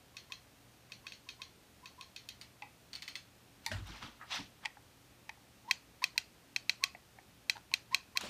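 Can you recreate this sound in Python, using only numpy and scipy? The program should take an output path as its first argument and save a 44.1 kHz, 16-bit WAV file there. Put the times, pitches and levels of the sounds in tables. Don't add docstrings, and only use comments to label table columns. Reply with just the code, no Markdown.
import sys
import numpy as np
from scipy import signal
from scipy.fft import rfft, irfft, next_fast_len
from scipy.io import wavfile
from scipy.ndimage import uniform_filter1d, map_coordinates

SR = 44100
rng = np.random.default_rng(int(sys.argv[2]) if len(sys.argv) > 2 else 0)


def amplitude_ratio(level_db):
    exponent = np.asarray(level_db, float) / 20
    return 10 ** exponent


def dump_mix(stems):
    frames = np.atleast_2d(stems).T
    limited = np.clip(frames, -1, 1)
    pcm = np.round(limited * 32767).astype(np.int16)
    wavfile.write(sys.argv[1], SR, pcm)


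N = 365588


def unit(x):
    return x / np.sqrt(np.mean(x ** 2) + 1e-20)


def along(points, hz):
    f, value = np.transpose(points)
    return np.interp(np.log(hz + 1), np.log(f + 1), value)


def coloured(x, gain):
    m = next_fast_len(N + 8192)
    shaped = rfft(x, m) * gain(np.fft.rfftfreq(m, 1 / SR))
    return unit(irfft(shaped, m)[:N])


def narrow(hz, width_hz):
    return coloured(rng.standard_normal(N), lambda f: 1 / (1 + (2 * (f - hz) / width_hz) ** 2))


def add(track, s, sound):
    part = track[round(s * SR):][:len(sound)]
    part += sound[:len(part)]


def small(x, hz):
    return signal.sosfilt(signal.butter(3, hz, "highpass", fs=SR, output="sos"), x)


def swells(s, rise_s, fall_s, db):
    power, t = np.zeros(N), np.arange(-SR // 2, SR) / SR
    for at, rise, fall, top_db in zip(*np.broadcast_arrays(s, rise_s, fall_s, db)):
        below_db = 25 * np.maximum(-t / abs(rise), t / abs(fall))
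        add(power, at + t[0], amplitude_ratio(2 * (top_db - below_db)))
    return np.sqrt(power)


def room(send, colour, wet_db, gap_s):
    # f/Hz, t60/s
    wall_decay = [(500, 0.11), (2500, 0.26), (4400, 0.23), (9000, 0.19), (15000, 0.048)]
    hz, t, z = signal.stft(rng.standard_normal(SR // 2), SR, nperseg=128)
    fading = amplitude_ratio(-60 * t / along(wall_decay, hz)[:, None])
    tail = signal.istft(z * fading, SR, nperseg=128)[1]
    onset = np.clip((np.arange(len(tail)) / SR - gap_s) / 0.00052, .15, 1)
    tail = tail / np.linalg.norm(tail) * onset
    m = next_fast_len(N + SR)
    tint = amplitude_ratio(along(colour, np.fft.rfftfreq(m, 1 / SR)))
    wet = irfft(rfft(send, m) * rfft(tail, m) * tint, m)
    return amplitude_ratio(wet_db) * wet[:N]


def air():
    # f/Hz, level/dB per Hz
    room_tone = [(12, -53), (20, -25), (65, -3), (124, -7), (223, -8), (280, -9), (403, -12.5),
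                 (667, -13.5), (988, -16.5), (2230, -19), (2430, -18), (2870, -19), (12700, -27.5),
                 (15000, -29), (16400, -68.5)]
    # f/Hz, width/Hz, rms level/dB
    fan_lines = [(113, 12, -84.5), (280.6, 6.7, -80.5), (201, 17, -86), (733, 14, -88.5)]
    hiss = amplitude_ratio(-63) * coloured(rng.standard_normal(N), lambda f: amplitude_ratio(along(room_tone, f)))
    mains_phase = 2 * np.pi * 119.6 * np.arange(N) / SR + .5 * narrow(0.46, 1.8)
    mains = amplitude_ratio(-70) * np.sin(mains_phase)
    fan = sum(amplitude_ratio(db) * narrow(hz, width) for hz, width, db in fan_lines)
    return hiss + mains + fan


def squeaks():
    # start t/s, length/s, peak rms level/dB, start f/Hz
    loadings = [(0.138, 0.022, -64, 1036), (0.297, 0.022, -57, 976), (1.039, 0.028, -60, 1027),
                (1.265, 0.016, -62, 970), (1.392, 0.025, -57, 983), (1.826, 0.031, -58.5, 940),
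                (1.978, 0.034, -55.5, 960), (5.675, 0.036, -46, 840), (6.019, .016, -39.5, 892),
                (6.823, 0.028, -43, 1070), (7.719, 0.021, -54, 960), (7.92, .027, -41.5, 960),
                (8.153, .018, -42.5, 980)]
    # start t/s, length/s, peak rms level/dB, f/Hz
    creeps = [
        (0.899, .01, -63.5, 1063),
        (5.643, 0.035, -63, 851),
        (6.156, 0.012, -55, 945),
        (6.803, 0.038, -58, 1005),
        (6.857, .024, -59, 1092),
        (7.165, 0.025, -69, 745),
        (7.554, 0.011, -51, 867),
        (7.567, 0.0033, -47, 850),
        (7.577, 0.0048, -52, 884),
        (7.91, 0.027, -49.5, 943),
    ]
    overtones_db = [3.5, -10, -3.5, -4.5]
    release_hz = 1128
    creep_rise = 1.02
    slips = [(*row, release_hz, -7.5) for row in loadings]
    slips += [(*row, row[-1] * creep_rise, -5) for row in creeps]
    out = np.zeros(N)
    for start, length, db, low_hz, high_hz, rasp_db in sorted(slips):
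        over_db = rasp_db - 400 * length
        u = np.linspace(0, 1, max(round(length * SR), 9))
        turn = 2 * np.pi * np.cumsum(low_hz + (high_hz - low_hz) * u) / SR
        shake = np.cumsum(rng.normal(0, 0.076, len(u)))
        flutter = rng.standard_normal((len(overtones_db), len(u)))
        lumps = amplitude_ratio(60 * uniform_filter1d(flutter, size=130, axis=1))
        over = 0
        for k, overtone_db in enumerate(overtones_db):
            over = over + amplitude_ratio(over_db + overtone_db) * lumps[k] * np.sin((k + 2) * (turn + shake))
        swell = np.abs(np.sin(np.pi * u ** 1.3)) ** .55
        add(out, start, amplitude_ratio(db + 3.5) * swell * (np.sin(turn) + over))
    return out


def notches(events, shell, echo, blur, crack_db, crack_t60, bounce_s, bounce_db, wet_db, gap_s):
    out, send, t = np.zeros(N), np.zeros(N), np.arange(SR // 10) / SR
    hz, level_db, t60 = np.transpose(shell)[:, :, None]
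    band = signal.butter(2, [1700, 6500], "bandpass", fs=SR)
    landing_s = .0017
    after = t - landing_s
    swell = np.sin(np.pi / 2 * np.clip(t / landing_s, 0, 1)) ** 2
    for s, db, bright_db in events:
        tone_db = level_db + rng.normal(0, 1.8, hz.shape) + bright_db * np.log2(hz / 3500)
        phase = 2 * np.pi * hz * after + blur * rng.standard_normal(hz.shape)
        modes = amplitude_ratio(tone_db - 60 * np.abs(after) / t60) * np.sin(phase)
        click = swell * np.sum(modes, axis=0)
        add(click, bounce_s, amplitude_ratio(bounce_db + rng.normal(0, 1.0)) * click.copy())
        burst = rng.standard_normal(len(t)) * swell
        crack = amplitude_ratio(crack_db - 60 * t / crack_t60) * signal.lfilter(*band, burst)
        add(out, s + .0003, amplitude_ratio(db) * (click / np.abs(click).max() + crack))
        spit = .15 * burst * amplitude_ratio(-60 * t / .01) + (t == 0)
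        add(send, s, amplitude_ratio(db) * spit / np.linalg.norm(spit))
    return small(out, 490) + room(send, echo, wet_db, gap_s)


def forward_on_desk():
    # t/s, peak level/dB, brightness/dB
    forward_rolls = [(0.167, -32, -0.5), (0.3199, -31.5, 1.5), (0.9185, -34, 0.5), (1.0665, -31.5, -1.5),
                     (1.12, -33.5, -2.5), (1.2879, -31.5, -2.5), (1.417, -32.5, -2), (1.8562, -36, -1),
                     (2.0093, -34, 1), (2.1612, -32, 0.5), (2.2874, -32, 4)]
    # f/Hz, level/dB, t60/s
    shell = [(1800, -5, 0.0059), (2532, 3, 0.03), (3233, -1.5, 0.032), (3700, 0.5, 0.013),
             (4350, -17, 0.035), (4373, 0.5, 0.014), (5040, -8.5, 0.012), (5625, -6, 0.05),
             (6580, -10, 0.017), (7200, -14, .012), (8840, -13, 0.012), (13330, -11, 0.0037)]
    # f/Hz, level/dB per Hz
    echo = [(760, -47), (1300, -17), (1900, -8), (2830, -8), (3130, -6), (3930, -6), (4300, 1.5),
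            (4970, -12), (5450, -8), (6820, -11), (7560, -27), (8900, -27), (15000, -25)]
    return notches(forward_rolls, shell, echo, blur=1.5, crack_db=-5, crack_t60=.02,
                   bounce_s=.0038, bounce_db=-5, wet_db=22.5, gap_s=.0105)


def back_on_desk():
    # t/s, peak level/dB, brightness/dB
    back_rolls = [
        (2.4114, -35.5, 6.5),
        (2.9302, -32.5, 1),
        (2.9517, -32, 6.5),
        (3.0209, -32, 2),
        (3.0774, -29.5, -3.5),
        (3.1535, -30, -2.5),
    ]
    # f/Hz, level/dB, t60/s
    shell = [(2050, 0.5, 0.014), (2550, -3, 0.022), (3400, -3, 0.022), (3800, -10, 0.016),
             (4360, 5.5, 0.01), (4660, 0, 0.016), (5440, -18, 0.0076), (7100, -10, 0.0066),
             (8900, -7.5, 0.0039), (11500, -36, .008), (14000, -25, 0.007)]
    # f/Hz, level/dB per Hz
    echo = [(590, -19), (1000, -7.5), (1170, -10), (2140, -4), (3360, -4), (3760, -5.5), (4410, 1),
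            (4940, -7.5), (6490, -9.5), (7690, -18), (8910, -14), (10300, -31), (15000, -9)]
    return notches(back_rolls, shell, echo, blur=1.5, crack_db=-3, crack_t60=.02,
                   bounce_s=.0065, bounce_db=-7, wet_db=21.5, gap_s=0.004)


def close_in_hand():
    # t/s, peak level/dB, brightness/dB
    close_rolls = [
        (5.7098, -9, -0.5),
        (6.0392, -10, 0),
        (6.1773, -10, 3),
        (6.561, -14.5, 0),
        (6.6939, -10, 1),
        (6.8373, -8.5, 1.5),
        (7.4959, -9.5, 0.5),
        (7.7377, -10, 0),
        (7.9445, -9, 1.5),
        (8.1714, -11.5, 2.5),
    ]
    # f/Hz, level/dB, t60/s
    shell = [(960, -18.5, 0.015), (1550, -19, 0.023), (1980, -2.5, 0.022), (2360, -3.5, 0.016),
             (2560, 3.5, 0.018), (3222, -11, 0.048), (3650, -12, 0.018), (4080, 0, 0.018),
             (4260, -2, 0.015), (4540, -4, 0.014), (5340, -10, 0.012), (5630, -4, 0.012),
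             (6420, -7.5, 0.012), (7300, -13, 0.0045), (8240, -10, 0.0038), (9500, -18, 0.0096),
             (11340, -25.5, 0.015), (13500, -14.5, 0.0068), (14650, -19, .008)]
    # f/Hz, level/dB per Hz
    echo = [(410, -57), (700, -4), (1060, -11.5), (1330, -12), (2190, -7), (2560, -1), (2910, -9),
            (3800, -11.5), (4270, 0), (4850, -8), (6600, -9.5), (10600, -29), (15000, -17)]
    return notches(close_rolls, shell, echo, blur=.7, crack_db=-15, crack_t60=.03,
                   bounce_s=.0013, bounce_db=-14, wet_db=4, gap_s=0.0034)


def taps():
    # t/s, peak level/dB, hollow f/Hz, wall f/Hz, brightness/dB
    touches = [(2.6211, -36, 837, 2255, -5), (3.6631, -29, 900, 2130, 5.5), (3.715, -30, 634, 1705, -25),
               (4.0253, -47, 1280, 2380, -12), (4.2123, -44.5, 1266, 1580, -23),
               (4.6503, -34, 920, 2460, -1), (4.6558, -28, 855, 2174, 5.5), (4.7701, -51, 820, 1670, -20),
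               (5.2924, -35, 880, 2160, -13), (5.3737, -72, 790, 2120, -13), (6.9486, -41, 720, 2150, -21),
               (7.1861, -47, 765, 1980, -22), (7.7154, -45.5, 940, 2560, 1), (8.2102, -54, 980, 1980, 15)]
    out, t = np.zeros(N), np.arange(SR // 8) / SR
    bright = signal.butter(2, [2700, 5200], "bandpass", fs=SR)
    for s, db, hollow_hz, wall_hz, bright_db in touches:
        ratio = np.exp(np.linspace(-.15, .15, 9)[:, None] + rng.normal(0, .03, (9, 1)))
        wall = np.sum(np.sin(2 * np.pi * (ratio * wall_hz * t + rng.random(ratio.shape))), axis=0)
        wall = wall * amplitude_ratio(-60 * t / 0.025) * (1 - np.exp(-t / 0.00092))
        hollow_db = -41.5 + 0.39 * (db + 38) - db
        pair = np.sin(2 * np.pi * hollow_hz * t) + 0.28 * np.sin(2 * np.pi * 1.134 * hollow_hz * t)
        hollow = amplitude_ratio(hollow_db + 4.0 - 60 * t / 0.032) * pair * (1 - np.exp(-t / 0.0013))
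        crack = signal.lfilter(*bright, rng.standard_normal(len(t)))
        crack = crack * amplitude_ratio(bright_db + 6.5 - 60 * t / 0.013) * (1 - np.exp(-t / 0.00061))
        add(out, s, amplitude_ratio(db) * (wall / np.abs(wall).max() + hollow + crack))
    return small(out, 550)


def strokes(rows, fizz_db):
    s, rise_s, fall_s, db, dull_db = np.transpose(rows)
    return np.array([swells(s, rise_s, fall_s, db + over_db) for over_db in (dull_db, 0, fizz_db)])


def slides():
    # peak t/s, rise/s, fall/s, bright level/dB, dull over bright/dB
    grips = [
        (3.656, .03, .004, -56, -7),
        (3.675, .004, .06, -74, 2),
        (3.717, 0.0076, 0.043, -42.5, -13),
        (3.74, .02, .16, -52.5, 0),
        (4.221, 0.03, 0.059, -66.5, 17.5),
        (8.187, .004, 0.055, -62, 7),
        (8.209, .009, 0.15, -48, -3),
        (8.25, 0.085, 0.2, -48.5, -7),
    ]
    # peak t/s, rise/s, fall/s, bright level/dB, dull over bright/dB
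    brushes = [
        (3.881, 0.066, 0.35, -53, -3.5),
        (3.96, 0.11, .15, -55, -3),
        (4.027, 0.025, 0.13, -48.5, -0.5),
        (4.311, 0.011, 0.13, -41, -5.5),
        (4.335, 0.044, 0.11, -42, -7),
        (4.36, .08, 0.084, -39.5, -7.5),
        (4.385, .08, 0.11, -47.5, -7),
        (4.645, 0.042, .004, -58.5, 5.5),
        (4.667, .004, .03, -54, -2),
    ]
    # f/Hz, level/dB per Hz
    dull, bright, fizz = [(350, -52), (520, -11), (750, -2), (1300, -1), (1700, -5), (2200, -9.5),
                          (2900, -17), (4800, -120)], [(1060, -30), (1800, -6), (2410, -4), (3290, -2), (6180, -10.5),
                                        (7000, -33), (9100, -49), (15400, -120)], [(5500, -26), (6800, 11.5), (9000, 2.5), (11000, -5),
                                                        (15500, -7.5)]
    gains = np.hypot(strokes(grips, fizz_db=-8.5), strokes(brushes, fizz_db=-16))
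    out = 0
    for gain, spectrum in zip(gains, (dull, bright, fizz)):
        clumps = map_coordinates(rng.standard_normal(1500), [np.linspace(0, 1499, N)])
        catches = np.minimum(rng.exponential(size=N), 4) * (rng.random(N) < .05)
        grains = rng.standard_normal(N) * amplitude_ratio(0.56 * clumps + 2.9 * catches)
        z = signal.stft(grains, nperseg=256)[2]
        patches = uniform_filter1d(rng.standard_normal(z.shape), size=3, axis=0)
        patches = uniform_filter1d(patches, size=4, axis=1)
        grains = signal.istft(z * amplitude_ratio(2.4 * unit(patches)), nperseg=256)[1][:N]
        out = out + gain * coloured(grains, lambda f: amplitude_ratio(along(spectrum, f)))
    return out


def snaps():
    # t/s, peak level/dB, centre f/Hz, spread/octaves, t60/s
    cracks = [
        (3.6629, -23.5, 4900, 0.55, 0.0067),
        (3.872, -49, 11000, .8, 0.0099),
        (4.355, -42, 9000, 1.4, .006),
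        (4.655, -51, 3940, 0.5, 0.0033),
        (5.2935, -37, 3800, 0.21, 0.015),
        (8.2105, -30.5, 6000, 0.62, 0.0068),
        (8.234, -40, 557, 0.37, 0.19),
        (8.255, -43.5, 630, 0.26, 0.15),
    ]
    out, t = np.zeros(N), np.arange(SR // 12) / SR
    for s, db, centre_hz, spread, t60 in cracks:
        edges = np.clip(centre_hz * 2 ** (spread * np.array([-.5, .5])), 200, 17000)
        band = signal.butter(1, edges, "bandpass", fs=SR)
        crack = signal.lfilter(*band, rng.standard_normal(len(t)))
        crack = crack * amplitude_ratio(-60 * t / t60) * (1 - np.exp(-t / 0.00015))
        add(out, s, amplitude_ratio(db) * crack / np.abs(crack).max())
    return out


def jolts(rows, rise_s, fall_s):
    s, db = np.transpose(rows)
    return swells(s, rise_s, fall_s, db)


def bumps():
    # peak t/s, level/dB
    sway_jolts = [
        (3.76, -48),
        (3.79, -46.5),
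        (3.87, -52),
        (3.91, -51),
        (4.12, -64),
        (4.425, -61),
        (8.29, -62),
    ]
    ring_jolts = [
        (3.73, -44),
        (3.754, -37.5),
        (3.826, -42.5),
        (3.906, -57),
        (4.4, -65),
        (8.29, -63),
    ]
    knock_jolts = [
        (3.722, -49.5),
        (3.786, -52.5),
        (3.906, -51.5),
        (4.04, -48),
        (4.08, -59),
        (4.4, -48.5),
        (8.24, -50.5),
        (8.29, -53.5),
    ]
    sway = jolts(sway_jolts, rise_s=0.064, fall_s=0.11)
    ring = jolts(ring_jolts, rise_s=0.035, fall_s=0.063)
    knock = jolts(knock_jolts, rise_s=0.04, fall_s=0.087)
    t = np.arange(N) / SR
    swaying = sway * np.sin(2 * np.pi * 54 * t)
    ringing = ring * np.sin(2 * np.pi * 96 * t + 0.25 * narrow(5.6, 24))
    return np.sqrt(2) * (swaying + ringing) + knock * narrow(210, 210)


def scene():
    # f/Hz, level/dB
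    soft_echo = [(500, 1), (1100, 5), (2600, -6), (6000, -8), (15000, 2)]
    soft = squeaks() + taps() + snaps()
    lifted = np.arange(N) / SR > 4.5
    send = soft * np.where(lifted, amplitude_ratio(-11), amplitude_ratio(0.5))
    soft = soft + room(send, soft_echo, wet_db=-3, gap_s=0.0013)
    wheel = forward_on_desk() + back_on_desk() + close_in_hand()
    return (wheel + soft + slides() + bumps() + air())[None]


def roll_off(x):
    return signal.sosfilt(signal.butter(12, 16500, fs=SR, output="sos"), x)


def record(dry):
    # f/Hz, width/Hz, level/dB
    port = [(7450, 390, -2.5), (10630, 650, -3.5)]
    m = next_fast_len(N + SR // 4)
    f = np.fft.rfftfreq(m, 1 / SR)
    dips_db = sum(db / (1 + (2 * (f - hz) / width) ** 2) for hz, width, db in port)
    top_db = -20 * np.clip((f - 15100) / 800, 0, 3)
    heard = irfft(rfft(dry, m) * amplitude_ratio(dips_db + top_db), m)[:, :N]
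    return roll_off(heard)


dry = scene()
out = record(dry)
dump_mix(out)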